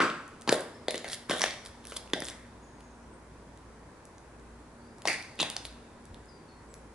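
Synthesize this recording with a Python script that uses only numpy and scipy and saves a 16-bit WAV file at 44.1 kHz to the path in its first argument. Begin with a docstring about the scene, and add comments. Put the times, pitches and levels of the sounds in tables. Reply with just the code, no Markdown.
"""Stiletto heels on gritty slabs

Stiletto heels shift about on concrete slabs in a walled yard, a little way from the microphone.
Heel tips and shanks rattle as short modes, soles slap, grit snaps and scrapes as filtered grains;
the walls throw it all back through sparse decaying echo taps. Shaped noise makes the distant traffic
murmur, under a wavering hum, a fuzzy drone and soft thumps; small far birds whistle in gliding tones."""
import sys
import numpy as np
from scipy import signal
from scipy.fft import rfft, irfft
from scipy.io import wavfile
from scipy.ndimage import uniform_filter1d

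SR = 44100
rng = np.random.default_rng(int(sys.argv[2]) if len(sys.argv) > 2 else 0)


def file_out(sig):
    """Save sig as 16-bit WAV at sys.argv[1]."""
    # one column per channel
    cols = np.atleast_2d(sig).T
    # limit, then scale
    lim = np.clip(cols, -1, 1)
    pcm = np.round(lim * 32767).astype(np.int16)
    wavfile.write(sys.argv[1], SR, pcm)


N = 306054
CONTACT_MS = 3.83  # how long a direct blow rattles


def amp(db):
    """Decibels to gain."""
    return 10 ** (np.asarray(db) / 20)


def evened(x):
    """Scales to rms 1."""
    return x / np.sqrt(np.mean(x ** 2) + 1e-20)


def peaked(x):
    """Scales to peak 1."""
    return x / (abs(x).max() + 1e-12)


def levelled(x):
    """Scales a short sound to the energy of rms 1 over two and a half milliseconds."""
    return x * np.sqrt(SR / 400) / np.linalg.norm(x)


def read_curve(points, hz):
    """Reads a curve of values over pitch, interpolated on a log-frequency axis."""
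    point_hz, value = np.transpose(points)
    return np.interp(np.log(hz + 1), np.log(point_hz + 1), value)


def add(mix, start_s, sound):
    """Mixes a sound in at start_s, cutting what runs past the end."""
    part = mix[..., max(round(start_s * SR), 0):][..., :sound.shape[-1]]
    part += sound[..., :part.shape[-1]]


def placed(sound, pan_db):
    """Leans a sound to the left (positive) or right by a level difference between the ports."""
    return sound * amp([[pan_db / 2], [-pan_db / 2]])


def resonate(x, hz, width_hz):
    """A resonance of gain 1: shifts hz down to zero, smooths, and shifts back."""
    turn = np.exp(2j * np.pi * np.cumsum(hz * np.ones(len(x))) / SR)
    decay = np.exp(-np.pi * width_hz / SR)
    smooth = signal.lfilter([1 - decay], [1, -decay], x / turn)
    return 2 * (turn * smooth).real


def treble(x):
    """Keeps the fizz above 6 kHz."""
    return signal.sosfilt(signal.butter(4, 6000, "high", fs=SR, output="sos"), x)


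def ports(z, other, likeness, hz):
    """Spectra at two microphone ports: partly alike, the left one a little late."""
    lag_s = 1.5 / SR
    same = np.clip(read_curve(likeness, hz), 0, 1)[:, None]
    left = z * np.exp(-2j * np.pi * hz * lag_s)[:, None]
    right = same * z + np.sqrt(1 - same ** 2) * other
    return np.array([left, right])


def murmur():
    """Far traffic and microphone hiss: random spectra with slight drifting patches."""
    # murmur colour before levelling: pitch_hz, relative_level_db (per Hz)
    colour = [(12, -31), (20, -7), (42, -10.5), (70, 1), (184, -4.5), (248, -2.5), (510, -6), (722, -10),
              (969, -6.5), (1230, -12.5), (1570, -13.5), (2540, -22), (2830, -26), (10500, -28.5),
              (12000, -38), (15600, -87), (22000, -120)]
    # how alike left and right are: pitch_hz, likeness (0 to 1)
    likeness = [(60, 0.98), (140, 0.98), (350, 0.89), (840, 0.75), (2030, 0.39), (4880, 0.032),
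                (11800, 0.29)]
    level_db, patchy_db = -52.5, 0.7
    frames, hz = N // 256 + 5, np.fft.rfftfreq(1024, 1 / SR)
    a, b, c, d, patches = rng.standard_normal((frames, 513, 5)).T
    # smooth over 10 bands and 20 frames
    patches = evened(uniform_filter1d(uniform_filter1d(patches, 10, 0), 20, 1))
    gain_db = read_curve(colour, hz)[:, None] + patchy_db * patches
    z = ports(a + 1j * b, c + 1j * d, likeness, hz) * amp(gain_db)
    sound = signal.istft(z, nperseg=1024, noverlap=768)[1][:, :N]
    return amp(level_db) * evened(sound)


def low_hum():
    """A sine hum that wavers in level and sinks a little in pitch."""
    # hum envelope: time_s, level_db (rms)
    levels = [(0.0, -72), (1.25, -90), (1.47, -62), (1.59, -88), (1.68, -59.5), (3.84, -57), (4.1, -83),
              (4.18, -60), (4.52, -53.5), (4.89, -66), (5.53, -69), (5.7, -51), (6.01, -74), (6.11, -52),
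              (6.47, -72), (6.57, -57.5), (6.88, -59), (6.94, -63)]
    start_hz, sag_hz_per_s = 59.2, 0.42
    t = np.arange(N) / SR
    hz = start_hz - sag_hz_per_s * t
    tone = np.sin(2 * np.pi * np.cumsum(hz) / SR)
    return np.sqrt(2) * amp(np.interp(t, *np.transpose(levels))) * tone


def fuzzy_drone():
    """A faint higher drone: noise through a resonance only 3 Hz wide."""
    # drone envelope: time_s, level_db (rms)
    levels = [(0, -61), (2.3, -62), (2.7, -64.5), (3.8, -64), (4.1, -72), (4.5, -62), (5.3, -62),
              (5.6, -60), (6.94, -71)]
    level_db = np.interp(np.arange(N) / SR, *np.transpose(levels))
    return amp(level_db) * evened(resonate(rng.standard_normal(N), 236.5, 3.0))


def soft_thumps():
    """Low sine puffs with a rounded onset and an exponential decay."""
    # thumps: start_s, decay_start_level_db, pitch_hz, t60_s
    puffs = [(1.69, -29, 87.7, 0.052), (6.092, -32.5, 86.5, 0.12), (6.136, -32, 47.4, 0.085)]
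    rise_s = 0.016
    out = np.zeros(N)
    t = np.arange(SR // 4) / SR
    for start_s, level_db, hz, t60_s in puffs:
        shape = amp(level_db - 60 * t / t60_s) * (1 - np.exp(-t / rise_s))
        add(out, start_s, shape * np.sin(2 * np.pi * hz * t))
    return out


def birds():
    """Thin whistles that glide to a resting pitch and fade, slightly blurred by distance."""
    # far bird notes: start_s, length_s, first_pitch_hz, last_pitch_hz, level_db (before rise and fade)
    notes = [(.725, 0.15, 5440, 5100, -65), (2.61, 0.23, 6760, 6630, -68), (2.815, 0.19, 6750, 6510, -69),
             (2.998, .13, 6750, 5800, -75), (3.115, .08, 8580, 8500, -65), (4.79, 0.27, 4340, 4860, -70),
             (6.266, 0.21, 5240, 4680, -62.5), (6.47, 0.16, 4460, 4330, -63.5),
             (6.681, 0.13, 7920, 7750, -63)]
    rise_s, fade_db = 0.025, -13  # the fade is reached at the end of the note
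    glide_share = 0.24  # time constant of the glide, as a share of the note
    out = np.zeros((2, N))
    for start_s, length_s, first_hz, last_hz, level_db in notes:
        t = np.arange(0, length_s, 1 / SR)
        hz = last_hz + (first_hz - last_hz) * np.exp(-t / (glide_share * length_s))
        blur = evened(resonate(rng.standard_normal(len(t)), hz, 150))
        note = evened(np.cos(2 * np.pi * np.cumsum(hz) / SR) + 0.6 * blur)
        shape = np.minimum(t / rise_s, 1) * amp(level_db + fade_db * t / length_s)
        shape = shape * signal.windows.tukey(len(t), 0.2)
        add(out, start_s, placed(shape * note, pan_db=5.0))
    return out


def echoes(x):
    """A few wall echoes, then sparse taps of random sign, each band dying at its own speed."""
    # decay of the yard: pitch_hz, t60_s
    decay = [(200, 0.41), (530, 0.36), (1390, 0.53), (3680, 0.38), (9700, 0.35)]
    # first wall echoes: delay_ms, level_db
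    walls = [(5.5, -16.5), (9.5, -20), (13, -25), (21, -22)]
    # left-right likeness of the echoes: pitch_hz, likeness (clipped to 1)
    likeness = [(170, 1.5), (500, 0.86), (1420, 0.82), (4090, 0.39), (11800, 0.086)]
    tail_db = -3.5
    far_db, far_t60_s = -22, 1.61  # a faint, slower echo from farther houses
    taps = np.zeros((2, SR))
    at = np.arange(300, SR - 20, 20)
    at = at + rng.integers(0, 20, (2, len(at)))  # one tap somewhere in every 20 samples
    np.put_along_axis(taps, at, rng.choice([-1., 1.], at.shape), 1)
    hz, t, z = signal.stft(taps, SR, nperseg=256)
    near_decay = amp(-60 * t / read_curve(decay, hz)[:, None])
    far_decay = amp(far_db - 60 * t / far_t60_s)
    z = ports(z[0], z[1], likeness, hz) * (near_decay + far_decay)
    tail = signal.istft(z, SR, nperseg=256)[1]
    tail = amp(tail_db) * tail / np.linalg.norm(tail[0])
    for delay_ms, level_db in walls:
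        delay = round(delay_ms * rng.uniform(0.85, 1.15) * SR / 1000)
        tail[:, delay] += amp(level_db) * np.array([0.9, 1])
    return signal.fftconvolve(x[None], tail, axes=1)[:, :N]


def yard(x):
    """Three sets of random echo taps, crossfaded in steady rotation at constant power, keep the tail even."""
    handovers_per_s = 9  # from one set to the next
    turn = np.pi * handovers_per_s * np.arange(N) / SR
    out = np.zeros((2, N))
    for k in range(3):
        weight = np.sqrt(2 / 3) * np.cos(turn / 3 + k * np.pi / 3)
        out += echoes(x * weight)
    return out


def drag(fastest_s, rise_s, fall_s, hiss_db, rasp_db, rasp_hz):
    """Uneven grains under the sliding sole: a hiss, and a rasp in the arch of the shoe."""
    # colour of the hiss before levelling: pitch_hz, relative_level_db (per Hz)
    grit_colour = [(1180, -65), (2000, -32), (2490, -7), (2860, -17), (3200, 5), (5710, -2), (7070, -0.5),
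                   (11000, 4.5), (14300, -35), (22000, -120)]
    grains_per_s, rasp_width_hz = 1400, 750
    hiss_drop_db, rasp_drop_db = 33, 26  # fall in level over one rise_s or fall_s
    t = np.arange(SR * 3 // 10) / SR - 0.1
    slow = np.where(t < 0, -t / rise_s, t / fall_s)
    grains = amp(4.2 * np.minimum(rng.exponential(1, len(t)), 3.5))
    grains = grains * (rng.random(len(t)) < grains_per_s / SR)
    grains = grains * rng.standard_normal(len(t))
    colour_db = read_curve(grit_colour, np.fft.rfftfreq(len(t), 1 / SR))
    hiss = irfft(rfft(grains) * amp(colour_db), len(t))
    rasp = resonate(resonate(grains, rasp_hz, rasp_width_hz), rasp_hz, rasp_width_hz)
    rasp = resonate(rasp, rasp_hz, 2100)
    sound = amp(hiss_db - hiss_drop_db * slow) * evened(hiss)
    sound += amp(rasp_db - rasp_drop_db * slow) * evened(rasp)
    sound = sound * signal.windows.tukey(len(t), 0.1)
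    heard = fastest_s + t >= 0
    return fastest_s + t[heard][0], sound[heard]


def crack(level_db, hz, fizz_db):
    """A grain snaps: one clean tick and a millisecond of chatter, with a broad pitch and fizz."""
    ms = np.arange(512) * 1000 / SR
    chatter = rng.standard_normal(len(ms)) * np.exp(-(ms / 1.1) ** 2)
    snap = (ms == 0) + 0.2 * chatter
    pitched = resonate(resonate(snap, hz, 2260), hz, 12000)
    return amp(level_db) * peaked(pitched) + amp(fizz_db) * levelled(treble(snap))


def rattle(hz, shape, rough):
    """A mode driven as long as the contact lasts; grit makes its swing uneven."""
    t = np.arange(len(shape)) / SR
    tone = np.sin(2 * np.pi * hz * t)
    grit = evened(resonate(resonate(rng.standard_normal(len(t)), hz, 2500), hz, 6200))
    return shape * (tone + rough * grit)


def blow(tip_db, tip_hz, sole_db, sole_hz, shank_db, shank_hz, contact_ms):
    """The contact rattles heel tip and shank for a few milliseconds; the sole slaps just after."""
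    full_fizz_db, fizz_follow = -25, 0.49  # fizz at 0 dB tip level; fizz change per dB of tip level
    ms = np.arange(1024) * 1000 / SR
    shape = np.minimum(ms / 0.6, 1) * np.exp(-(ms / contact_ms) ** 3)
    tip = rattle(tip_hz, shape, rough=1.1)
    shank = rattle(shank_hz, shape, rough=0.78)
    fizz = treble(shape * rng.standard_normal(len(ms)))
    late_ms = np.maximum(ms - 0.8, 0)
    slap = np.sin(2 * np.pi * sole_hz * late_ms / 1000) * late_ms * np.exp(-(late_ms / 2.2) ** 2)
    # a shorter contact is raised to keep its energy
    sound = amp(tip_db) * peaked(tip) * np.sqrt(CONTACT_MS / contact_ms)
    sound += amp(shank_db) * levelled(shank)
    sound += amp(full_fizz_db + fizz_follow * tip_db) * levelled(fizz)
    sound += amp(sole_db) * levelled(slap)
    return sound


def shoes():
    """Blows, cracks and drags, direct and thrown back by the yard."""
    # heel and sole blows: start_s, tip_level_db, tip_pitch_hz, sole_level_db, sole_pitch_hz,
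    # shank_level_db, shank_pitch_hz, echo_send_db
    blows = [(0.0024, -50, 4230, -22, 426, -19.5, 1200, 7), (0.0191, -23.5, 2555, -31, 264, -28, 1350, 10),
             (0.4756, -28, 4180, -29, 350, -27, 883, 9.5), (0.4918, -14, 4240, -20.5, 280, -17.5, 1600, -5),
             (0.5246, -17.5, 3700, -12, 501, -45, 1760, -2),
             (0.8821, -18.5, 3510, -21.5, 553, -30, 2050, -1), (0.943, -29, 3700, -30, 410, -32, 1950, 0.5),
             (0.9555, -29, 3630, -41, 553, -50, 2230, -9), (1.0435, -35, 3820, -36.5, 630, -36, 2030, 6.5),
             (1.2961, -21, 3740, -23.5, 316, -28, 1060, 1.5),
             (1.3096, -20.5, 3240, -23.5, 596, -29.5, 1650, 3.5),
             (1.4084, -24.5, 5550, -36.5, 590, -29.5, 1020, 5.5),
             (1.4386, -15.5, 3410, -22.5, 623, -20, 1805, -3.5),
             (1.4602, -23.5, 3520, -37, 600, -32, 1500, 2.5), (1.9202, -35, 2950, -40, 553, -39, 1350, 1),
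             (1.9643, -28, 3420, -42, 538, -43, 970, -1.5), (2.134, -15, 3470, -21, 340, -25, 1890, -4),
             (2.1544, -47, 3600, -38.5, 610, -55, 2140, 13.5),
             (2.2205, -33, 3620, -31, 313, -33.5, 1890, -2.5),
             (5.0537, -25.5, 4370, -27, 660, -28, 935, 1.5),
             (5.0736, -15.5, 4640, -30.5, 398, -27, 1940, 4), (5.0834, -47, 3620, -36, 623, -32, 2350, 4.5),
             (5.0972, -35, 5000, -42, 606, -32.5, 2020, 4.5),
             (5.3904, -35, 3300, -39.5, 338, -32.5, 2720, 12), (5.4133, -37, 3780, -28, 251, -47, 2750, -5),
             (5.4281, -18, 3480, -29, 630, -28, 950, -2.5),
             (5.5641, -28, 4450, -38, 850, -40.5, 1800, -1.5)]
    # grains of grit cracking under the shoes: start_s, peak_level_db, pitch_hz, fizz_level_db
    cracks = [(0.101, -23.5, 2530, -42), (0.2797, -54, 4600, -46.5), (0.412, -36, 5500, -36.5),
              (0.42, -34.5, 5030, -35.5), (0.6074, -49, 3770, -32.5), (0.9083, -35, 3000, -28),
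              (0.908, -20.5, 3830, -37), (0.979, -18, 6200, -37), (1.0804, -31, 3300, -40),
              (1.087, -25, 5490, -32), (1.1004, -27, 3950, -48), (1.119, -25, 5500, -45),
              (1.132, -15, 4400, -35), (1.3958, -20, 3770, -29), (1.418, -9, 5100, -31),
              (1.5083, -21.5, 4440, -54), (1.5384, -32, 3710, -40), (1.6509, -33.5, 5140, -44),
              (1.6608, -30, 4140, -37), (1.843, -43, 3000, -50), (1.8531, -35, 2470, -38.5),
              (1.8706, -28.5, 5770, -34), (1.9408, -45, 3620, -43), (2.0763, -37, 3300, -58),
              (2.101, -35, 3020, -47), (2.204, -22.5, 5550, -28.5), (2.2464, -30, 5600, -31.5),
              (2.253, -24, 5800, -44), (2.261, -39, 5600, -37), (2.2692, -27, 4500, -38),
              (2.2856, -23.5, 3300, -30.5), (2.3, -26, 5600, -43), (2.308, -48, 5000, -45),
              (2.807, -41, 4500, -49), (3.575, -49, 3500, -51), (4.054, -37.5, 5570, -42.5),
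              (4.1822, -39.5, 6240, -68), (4.3973, -46, 6020, -66), (4.9838, -46, 4500, -48),
              (5.0205, -36.5, 3500, -42.5), (5.1304, -25, 2510, -31.5), (5.226, -33, 4000, -39.5),
              (5.356, -55, 6000, -48), (5.4012, -12, 3500, -28), (5.4061, -10.5, 3460, -33),
              (5.501, -22, 4200, -26), (5.566, -20, 4200, -42), (5.6527, -21.5, 4030, -32.5),
              (5.726, -39, 4030, -67), (6.0546, -45, 4000, -47), (6.1446, -38.5, 3670, -47),
              (6.258, -56, 5300, -50.5), (6.7412, -27, 6500, -37.5)]
    # soles dragging over the slabs: fastest_s, speeding_up_s, slowing_down_s, hiss_level_db,
    # rasp_level_db, rasp_pitch_hz
    drags = [(.004, 0.012, 0.093, -71, -23, 1340), (0.519, 0.035, 0.13, -34.5, -37, 1590),
             (.91, 0.013, 0.018, -46, -46, 2060), (0.957, 0.027, 0.02, -39, -42, 1950),
             (1.135, 0.088, 0.042, -34, -44.5, 1880), (1.305, 0.024, 0.12, -40, -34.5, 1510),
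             (1.36, 0.031, 0.18, -40, -44, 3600), (1.435, 0.099, 0.1, -37.5, -35, 1840),
             (1.657, 0.026, 0.071, -49.5, -57, 1450), (1.89, .07, 0.18, -47, -56, 1520),
             (1.968, 0.022, 0.015, -32.5, -68, 1990), (2.14, .006, .1, -59, -45, 1750),
             (2.29, 0.15, 0.043, -43.5, -51, 3460), (2.311, 0.12, 0.32, -73, -53.5, 1860),
             (5.08, 0.012, 0.17, -39, -28, 2090), (5.411, 0.022, 0.04, -34, -27.5, 3650),
             (5.659, 0.054, 0.037, -46.5, -60, 1520)]
    blow_pan_db, crack_pan_db = 1.4, -0.5
    crack_send_db, drag_send_db = -3, -6.0
    scatter_ms = 1.7  # the walls hear a blow from all sides, blurred in pitch like so short a contact
    left_lag_s = 28.6e-6  # the left port hears the direct shoes this much later
    near, sent = np.zeros((2, N)), np.zeros(N)
    for start_s, *force, echo_db in blows:
        add(near, start_s, placed(blow(*force, CONTACT_MS), blow_pan_db))
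        add(sent, start_s, amp(echo_db) * blow(*force, scatter_ms))
    for start_s, *force in cracks:
        sound = crack(*force)
        add(near, start_s, placed(sound, crack_pan_db))
        add(sent, start_s, amp(crack_send_db) * sound)
    for row in drags:
        start_s, sound = drag(*row)
        other_grains = drag(*row)[1]
        # the ports hear partly other grains
        add(near, start_s, np.array([sound, 0.8 * sound + 0.6 * other_grains]))
        add(sent, start_s, amp(drag_send_db) * sound)
    hz = np.fft.rfftfreq(N, 1 / SR)
    near[0] = irfft(rfft(near[0]) * np.exp(-2j * np.pi * hz * left_lag_s), N)
    # a small shoe radiates no deep bass
    no_bass = signal.butter(4, 135, "high", fs=SR, output="sos")
    return signal.sosfilt(no_bass, near + yard(sent))


def scene():
    """Everything that reaches the microphone."""
    return murmur() + low_hum() + fuzzy_drone() + soft_thumps() + birds() + shoes()


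def record(dry):
    """The band limit: a steep low-pass at 11.1 kHz."""
    low_pass = signal.firwin(501, 11100, window=("kaiser", 6), fs=SR)
    return signal.oaconvolve(dry, low_pass[None], "same")


dry = scene()
out = record(dry)
file_out(out)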